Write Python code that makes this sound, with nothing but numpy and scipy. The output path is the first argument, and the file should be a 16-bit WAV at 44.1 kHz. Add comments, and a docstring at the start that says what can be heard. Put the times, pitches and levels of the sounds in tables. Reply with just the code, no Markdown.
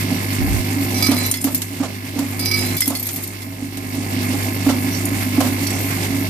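"""A steady mains hum with a tick per cycle and bright sizzle, under heavy thumps, ringing clangs and sharp
clinks. A vibratory feeder in a workshop: mains harmonics hum, armature modes tick, shaped noise sizzles in the
bowl. A lead-forming machine knocks the frame's modes; wire-lead parts ring rail, plate, a small clip and each
other. A short pin bounces and leads clatter. The steady sound dips twice near loud clinks and climbs back. A
hand-held phone hears it with two ports, unlike in colour; a grip rumble comes once."""
import sys
import numpy as np
from scipy import signal
from scipy.fft import rfft, irfft
from scipy.io import wavfile
from scipy.ndimage import uniform_filter1d

SR = 44100
rng = np.random.default_rng(int(sys.argv[2]) if len(sys.argv) > 2 else 0)


def ratio(d):
    """dB to gain"""
    e = np.asarray(d, float) / 20
    return 10 ** e


def wav_record(signal):
    """Record a signal, one row per channel, as 16-bit PCM in the file named by sys.argv[1]."""
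    frames = np.transpose(np.atleast_2d(signal))
    bounded = np.clip(frames, -1, 1)
    # unit amplitude maps onto the largest positive 16-bit level
    quanta = np.round(bounded * 32767).astype(np.int16)
    wavfile.write(sys.argv[1], SR, quanta)


N = 277389
T = np.arange(N) / SR
HZ = np.fft.rfftfreq(N, 1 / SR)
MAINS_HZ = 49.997
LEFT_LAG_S = -0.000396  # negative: left port leads

# steel frame modes: [f/Hz, relative level/dB, free t60/s]
FRAME_MODES = [(173.7, -8.5, 0.63), (250.1, 0, 0.32), (278, 4, 0.32), (321, -4.5, 0.057),
               (645.4, -10, 0.13), (771.6, -11, 0.17)]


def unit(x):
    """Scale to rms 1."""
    return x / np.sqrt(np.mean(x ** 2))


def over_hz(table):
    """Interpolate a (f/Hz, value) table over HZ, linear on a log-f axis."""
    hz, value = np.transpose(table)
    return np.interp(np.log(HZ + 1), np.log(hz), value)


def band(x, lo_hz, hi_hz):
    """Butterworth band-pass."""
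    return signal.sosfilt(signal.butter(2, [lo_hz, hi_hz], "bandpass", fs=SR, output="sos"), x)


def walk(rate_hz):
    """Random levels held 1 / rate_hz and slewed twice."""
    k = int(SR / rate_hz)
    held = np.repeat(rng.standard_normal(N // k + 1), k)
    return uniform_filter1d(uniform_filter1d(held, k), k)[:N]


def ring(pulses, hz, t60_s):
    """One decaying mode as a two-pole resonator, about peak 1 for a unit pulse."""
    r = np.exp(-np.log(1000) / (t60_s * SR))
    w = 2 * np.pi * hz / SR
    return signal.lfilter([np.sin(w)], [1, -2 * r * np.cos(w), r * r], pulses)


def strike(modes, s, db, scatter_db, same_face=False):
    """Blows into a set of modes; each blow lands elsewhere, so it rings them in other shares."""
    chance = rng.standard_normal((len(s), len(modes)))
    at = (np.asarray(s) * SR).astype(int)
    out = 0
    for k, (hz, mode_db, t60_s) in enumerate(modes):
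        sign = 1 if same_face else np.sign(chance[:, k - 1])
        size = sign * ratio(db + mode_db + scatter_db * chance[:, k])
        out = out + ring(np.bincount(at, size, N)[:N], hz, t60_s)
    return out


def burst(s, db, t60_s, lo_hz, hi_hz=SR, rise_s=0.0017, channels=1):
    """Band noise under a decaying envelope at each blow."""
    fall = np.exp(-np.log(1000) / (t60_s * SR))
    pulses = np.bincount((np.asarray(s) * SR).astype(int), ratio(db), N)[:N]
    shape = signal.lfilter([1], [1, -fall], pulses)
    shape = uniform_filter1d(shape, int(rise_s * SR) + 1)
    return shape * unit(band(rng.standard_normal((channels, N)), lo_hz, min(hi_hz, .45 * SR)))


def add(out, s, hz, db, t60_s, shape=1):
    """Add decaying modes (columns) to out at s; each port hears them in its own shares and phases."""
    tail = T[:np.size(shape) if np.ndim(shape) else int(SR * np.max(t60_s))]
    chance = rng.standard_normal((2, 2, len(hz), 1))
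    size = ratio(db + 0.5 * chance[0]) * 1000. ** (-tail / t60_s)
    # left port leads by about a quarter cycle
    phase = np.pi / 2 * np.array([[[1]], [[0]]]) + 0.6 * chance[1]
    at = int(s * SR)
    out[:, at:at + len(tail)] += shape * np.sum(size * np.sin(2 * np.pi * hz * tail + phase), axis=1)


def from_left(x):
    """Two ports from one source: the wave reaches the left port earlier."""
    return np.array([np.roll(x, int(LEFT_LAG_S * SR)), x])


def room(dry, t60_s=0.61, wet_db=-14):
    """Diffuse exponential noise tail, independent in the two ports."""
    n = int(.6 * SR)
    tail = rng.standard_normal((2, n)) * 1000. ** (-T[:n] / t60_s)
    tail = tail / np.sqrt(np.sum(tail ** 2, axis=1, keepdims=True))
    return dry + ratio(wet_db) * signal.fftconvolve(dry, tail, axes=1)[:, :N]


def grip():
    """Fingers shift on the phone: low rumble through the case, unlike in each port; swells, holds, fades."""
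    start_s, hold_s, edge_s, level_db = 0.37, 0.222, 0.037, -20
    end_s = start_s + hold_s + edge_s
    shape = np.clip(np.minimum(T - start_s, end_s - T) / edge_s, 0, 1)
    port_db = level_db + np.array([[-2], [2.5]])
    return shape * ratio(port_db) * unit(band(rng.standard_normal((2, N)), 51, 115))


def hum():
    """Magnet and springs: mains multiples peak together at the stroke; all but the second waver most."""
    # [multiple of mains, relative level/dB]
    harmonics = [(1, -24.5), (2, -1), (3, -16.5), (4, -13.5), (5, -7), (7, -13.5), (8, -19.5)]
    stroke_s = 0.007145
    t = T - stroke_s + 0.00018 * np.array([[1], [-1]])  # ports a little apart
    out = 0
    for k, db in harmonics:
        waver_db = (.3 if k == 2 else 3) * walk(13)
        out = out + np.sqrt(2) * ratio(db + waver_db) * np.cos(2 * np.pi * k * MAINS_HZ * t)
    return out


def ticks():
    """The armature taps once a mains cycle and rings its modes; even in time, uneven in strength."""
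    # [f/Hz, relative level/dB, t60/s]
    armature = [(1054.6, 8, 0.13), (1700, 6.5, 0.12), (2135, 26, 0.014), (2650, 7.5, 0.079),
                (4370, 13, 0.033), (4790, 8.5, 0.068), (5480, 7.5, .08)]
    first_s = .0045
    s = first_s + np.arange(int(N / SR * MAINS_HZ)) / MAINS_HZ
    pulses = np.bincount((s * SR).astype(int), ratio(1.2 * rng.standard_normal(len(s))), N)[:N]
    return unit(sum(ratio(db) * ring(pulses, hz, t60_s) for hz, db, t60_s in armature))


def bowl():
    """Dense sizzle of parts as shaped noise; the treble throbs at mains rate, every band flickers."""
    # bowl and room noise: [f/Hz, relative density/dB per Hz]
    spectrum = [(30, -36), (48, -21), (101, -5.5), (146, -3.5), (271, -6), (443, -13), (783, -12.5),
                (1460, -19), (2150, -11), (3010, -17.5), (6900, -20.5), (8000, -19.5), (14600, -18)]
    # shared part of the two ports: [f/Hz, likeness 0-1]
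    likeness = [(60, 0.71), (290, 1), (640, 0.29), (1400, 0.076), (3000, 0.12)]
    like = np.clip(over_hz(likeness), 0, 1)
    shared, left, right = rfft(rng.standard_normal((3, N)))
    lag = np.exp(-2j * np.pi * HZ * LEFT_LAG_S * (HZ > 950))
    pair = np.sqrt(like) * shared * np.array([lag, lag ** 0])
    pair = pair + np.sqrt(1 - like) * np.array([left, right])
    pair = pair * ratio(over_hz(spectrum))
    throb_db = 1.67 * np.cos(2 * np.pi * MAINS_HZ * (T - .013))
    swell = walk(40)  # common to all bands
    edges_hz = [0, 150, 400, 1000, 2500, 6000, 10000, SR]
    out = 0
    for lo, hi in zip(edges_hz, edges_hz[1:]):
        flicker_db = 1.7 * swell + 2.06 * walk(30) + throb_db * (lo > 900)
        out = out + ratio(flicker_db) * irfft(pair * ((HZ >= lo) & (HZ < hi)), N)
    return unit(out)


def jostle(count=160):
    """Hopping parts tap the bowl wall and ring high modes at random times, drawn separately per port."""
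    # [f/Hz, relative level/dB, t60/s]
    wall_modes = [(12800, -2, 0.25), (13200, 15, .3)]
    chance = rng.random((2, count, 2))
    ports = [strike(wall_modes, c[:, 0] * T[-1], -8 * np.log10(c[:, 1] + 0.043), 6.0) for c in chance]
    return unit(np.array(ports))


def shudder(count=260):
    """Small irregular knocks keep the frame modes ringing."""
    chance = rng.random((count, 2))
    return unit(strike(FRAME_MODES, chance[:, 0] * T[-1], -9 * np.log10(chance[:, 1] + 0.095), 3.3))


def steady_db():
    """Level of the steady sound: falls, stays low, climbs back; the deepest dip in force sets it."""
    # [t/s, depth/dB, stays low/s]
    dips = [(1.307, 7.5, 0.82), (2.774, 9, 0.9)]
    level_db, fall_s, climb_db_per_s = -23, 0.028, 16.5
    s, depth_db, low_s = np.transpose(dips)[:, :, None]
    fall_db = depth_db * (T - s + fall_s / 2) / fall_s
    climb_db = depth_db - climb_db_per_s * (T - s - low_s)
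    return level_db - np.clip(np.minimum(fall_db, climb_db), 0, depth_db).max(axis=0)


def clatter():
    """Tumbling leads: tiny bright ticks at random moments, each a faint cluster of short rings."""
    # [start/s, length/s, relative level/dB]
    spells = [(0.949, 0.64, -25), (2.392, 0.31, -23.5), (2.78, .5, -25.5), (4.903, 0.85, -36)]
    ticks_per_s = 150
    out = np.zeros((2, N))
    for start_s, length_s, db in spells:
        for when, weak, *pitch in rng.random((round(ticks_per_s * length_s), 10)):
            hz = 6000 + 8500 * np.sqrt(pitch)[:, None]
            tick_db = db - 12.0 - 11 * np.log10(weak + 0.088)
            add(out, start_s + length_s * when, hz, tick_db, 0.024 * 12000 / hz)
    return out


def pin():
    """A short steel pin rings high and short at each bounce, with a small noise tick."""
    # [f/Hz, relative level/dB, t60/s]
    pin_modes = [(12250, -7, 0.052), (12560, 1, 0.055)]
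    # [t/s, relative level/dB]
    bounces = [(1.263, -15), (1.4423, -12), (1.5465, -9), (2.768, -15), (2.7858, -24), (2.8055, -11),
               (2.8577, -19), (2.8764, -14), (2.951, -19), (2.9969, -18), (3.028, -18), (3.056, -20),
               (3.068, -18), (3.1385, -22), (3.1607, -17), (3.237, -18), (3.274, -24.5)]
    out = np.zeros((2, N))
    hz, mode_db, t60_s = np.transpose(pin_modes)[:, :, None]
    for s, db in bounces:
        add(out, s, hz, db + mode_db + 1.3 * rng.standard_normal(hz.shape), t60_s)
    s, db = np.transpose(bounces)
    return out + burst(s, db - 8.5, 0.15, 3600, channels=2)


def clangs(free_s=0.12):
    """Parts drop on rail and plate, and late on a small clip; the ring is choked when the part settles, or
    lands again."""
    # modes: [f/Hz, relative level/dB, free t60/s]
    rail, plate, clip_modes = [(1275, -16, 0.9), (2280, -4, 0.6), (3512, -9.5, 0.22), (3950, -8.5, 0.41),
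                          (4104, -10, 0.83), (4350, -13, 0.41), (4820, -6.5, 0.45), (5040, -9, 0.5),
                          (5772, -4.5, 0.29), (9160, 1, 0.099), (10300, -3, .08), (11400, -3, .08),
                          (12800, -5, .06), (14100, -1, .05)], [(2064, -5, 0.14), (3385, -11, 0.15), (4436, -12, 0.14),
                                        (5150, -10, 0.2)], [(4485, -4, 0.17), (5500, -3, 0.2), (5830, -2, 0.23),
                                                       (6430, -2, .2), (7320, -13, 0.33)]
    # hits: [t/s, relative level/dB, best rung f/Hz]
    rail_hits, plate_hits, clip_hits = [(0.9433, -19.5, 5772), (0.9802, -22, 3950), (1.025, -12.5, 4820),
                                         (1.0674, -17.5, 5772), (1.1163, -21, 10300), (1.167, -19, 4104),
                                         (1.235, -22.5, 3880), (2.3935, -19.5, 4820), (2.4583, -13.5, 5000),
                                         (2.5127, -13, 4820), (2.59, -18.5, 5040), (2.65, -27, 4104),
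                                         (2.766, -23, 3512)], [(1.3399, -13, 4436), (1.3594, -16.5, 5150),
                                                            (2.8195, -9, 5150), (2.8574, -16, 3385),
                                                            (2.9517, -16, 4436), (3.4196, -25, 2064)], [(4.9213, -26, 5830),
                                                                                (4.949, -25, 4485),
                                                                                (5.636, -25, 7320),
                                                                                (5.668, -24.5, 4485),
                                                                                (5.7365, -25, 5500)]
    out = np.zeros((2, N))
    for modes, hits in ((rail, rail_hits), (plate, plate_hits), (clip_modes, clip_hits)):
        hz, mode_db, t60_s = np.transpose(modes)[:, :, None]
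        s, db, best_hz = np.transpose(hits)
        for k, gap_s in enumerate(np.diff(s, append=T[-1])):
            choked_s = np.maximum(T[:SR // 4] - min(free_s, gap_s), 0)
            choke = 0.5 + 0.95 * np.exp(-choked_s / 0.0091)
            # where the part lands decides which modes speak most
            spot_db = 9.1 * np.exp(-(np.log2(hz / best_hz[k]) / 0.064) ** 2)
            spot_db += 2.6 * rng.standard_normal(hz.shape)
            spot_db += 0.9 * (db[k] + 16) * (hz < 2500)  # harder blows favour the lowest modes
            add(out, s[k], hz, db[k] - 10.0 + mode_db + spot_db, t60_s, choke)
        out += burst(s, db - 4, 0.055, 1650, channels=2)
    # the loose part keeps touching, so the ring flutters
    return out * ratio(3.8 * walk(130))


def clinks(count=3):
    """Parts clink together: a crack, a strong close pair of rings, weak ones, and smaller bounces."""
    # [t/s, relative level/dB, strongest ring f/Hz, crack re clink/dB]
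    clink_table = [(1.3137, 3, 9000, -4), (1.442, -5.5, 10500, 4.5), (1.6185, -10, 8140, 10.5),
                   (2.1903, -13, 12250, 9.5), (2.8057, 1.5, 8840, -2), (2.8787, -3.5, 11100, -8),
                   (3.089, -16.5, 6700, 14.5), (3.772, -21.5, 8900, 15), (5.055, -5, 10700, -13),
                   (5.405, -8.5, 11760, -8), (5.671, -10, 9950, 6), (5.7054, -10.5, 7800, -3)]
    share_db = np.array([-12, -15] + 10 * [-16])[:, None]
    uneven_db = 10 * (share_db < share_db[1])
    out = np.zeros((2, N))
    for s, db, ring_hz, _ in clink_table:
        chance = rng.random((count, 3, 12, 1))
        hz = 5600 + 8900 * chance[0, 1]
        hz[:2] = ring_hz * np.array([[1], [1.012]])
        t60_s = 0.039 * np.sqrt(12000 / hz)  # lower modes lose their energy more slowly
        for k, (when, _, weak) in enumerate(chance):
            bounce = k > 0
            ring_db = db + share_db - uneven_db * weak - 12 * bounce
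            add(out, s + 0.12 * when[0, 0] * bounce, hz, ring_db, t60_s)
    s, db, _, crack_db = np.transpose(clink_table)
    return out + burst(s, db + crack_db - 17.0, 0.079, 1700, channels=2)


def thumps():
    """Forming machine, two blows a cycle, plus strays: a push of a few ms rings the frame; covers rattle."""
    # one row per cycle: [first blow relative level/dB, second blow relative level/dB]
    strokes = [(-26, -9.5), (-21, -6), (-1, -1.5), (-7, -10), (-7.5, -16), (-8.5, -7), (-36, -30),
               (-7, -7.5), (-35, -40), (-27, -14.5), (-22, -11), (-14, -7.5), (-1.5, -2), (-32, -26),
               (0, -25), (-14, -20), (-17, -11)]
    # stray blows on the frame: [t/s, relative level/dB]
    strays = [(0.114, -8.5), (5.113, -10), (5.451, -7.5), (5.493, -14)]
    first_cycle_s, cycle_s, second_blow_s = .368, .3577, .03
    rattle_db, rattle_again_db = -17, -12  # under a first or stray blow; under a second blow
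    ring_share = 0.6  # the closed tool damps the frame: share of free t60
    (first_db, second_db), (stray_s, stray_db) = np.transpose(strokes), np.transpose(strays)
    first_s = first_cycle_s + cycle_s * np.arange(len(strokes))
    s = np.r_[first_s, first_s + second_blow_s, stray_s]
    db = np.r_[first_db, second_db, stray_db]
    # both rattles of a cycle follow its first blow's level
    knock_db = np.r_[first_db + rattle_db, first_db + rattle_again_db, stray_db + rattle_db]
    push = signal.windows.hann(110)
    damped = np.multiply(FRAME_MODES, [1, 1, ring_share])
    blow = strike(damped, s, db - 7.8, 1.6, same_face=True)
    blow = np.convolve(blow, push / push.sum())[:N]
    # the bed passes the blow on in its own narrow band
    body = 1.27 * band(blow, 242.7, 329) + band(blow, 456, 1400)
    lumps = ratio(2.8 * walk(120))
    knock = burst(s, knock_db - 8.5, 0.23, 478, 780, 0.004)
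    knock = knock + burst(s, knock_db - 12.5, 0.2, 760, 1360, 0.005)
    rattle = burst(s, knock_db - 10.5, 0.25, 1050, 8100, 0.012, channels=2)
    return body + lumps * (knock + rattle)


def scene():
    """Steady feeder under its dips; blows and their room tail on top."""
    feeder = hum() + ratio(-2.5) * shudder() + ratio(-1.0) * bowl()
    feeder = feeder + from_left(ratio(-9.0) * ticks())
    feeder = feeder + ratio(-21.5 + T) * jostle()  # wall taps gain 1 dB each second
    blows = thumps() + clangs() + clinks() + pin() + clatter()
    return ratio(steady_db()) * feeder + room(blows) + grip()


def roll_off(x):
    """The treble ends steeply here."""
    return signal.sosfilt(signal.butter(12, 15680, fs=SR, output="sos"), x)


def record(dry):
    """The ports differ in colour; the loudest peaks are rounded and the top is cut steeply."""
    # [f/Hz, left minus right/dB]
    port_table = [(110, 0), (250, -3), (1700, -6), (3700, -5), (5000, -17), (6300, -11), (7900, -2),
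                  (9300, 1.7)]
    tilt_db = over_hz(port_table) / 2
    ports = ratio(np.array([tilt_db, -tilt_db]))
    ports = ports / np.sqrt(np.mean(ports ** 2, axis=0))
    x = irfft(rfft(dry) * ports, N)
    x = np.tanh(0.87 * x) / 0.95
    x = signal.sosfilt(signal.ellip(10, .3, 60, 14650, fs=SR, output="sos"), x)
    return roll_off(x)


dry = scene()
out = record(dry)
wav_record(out)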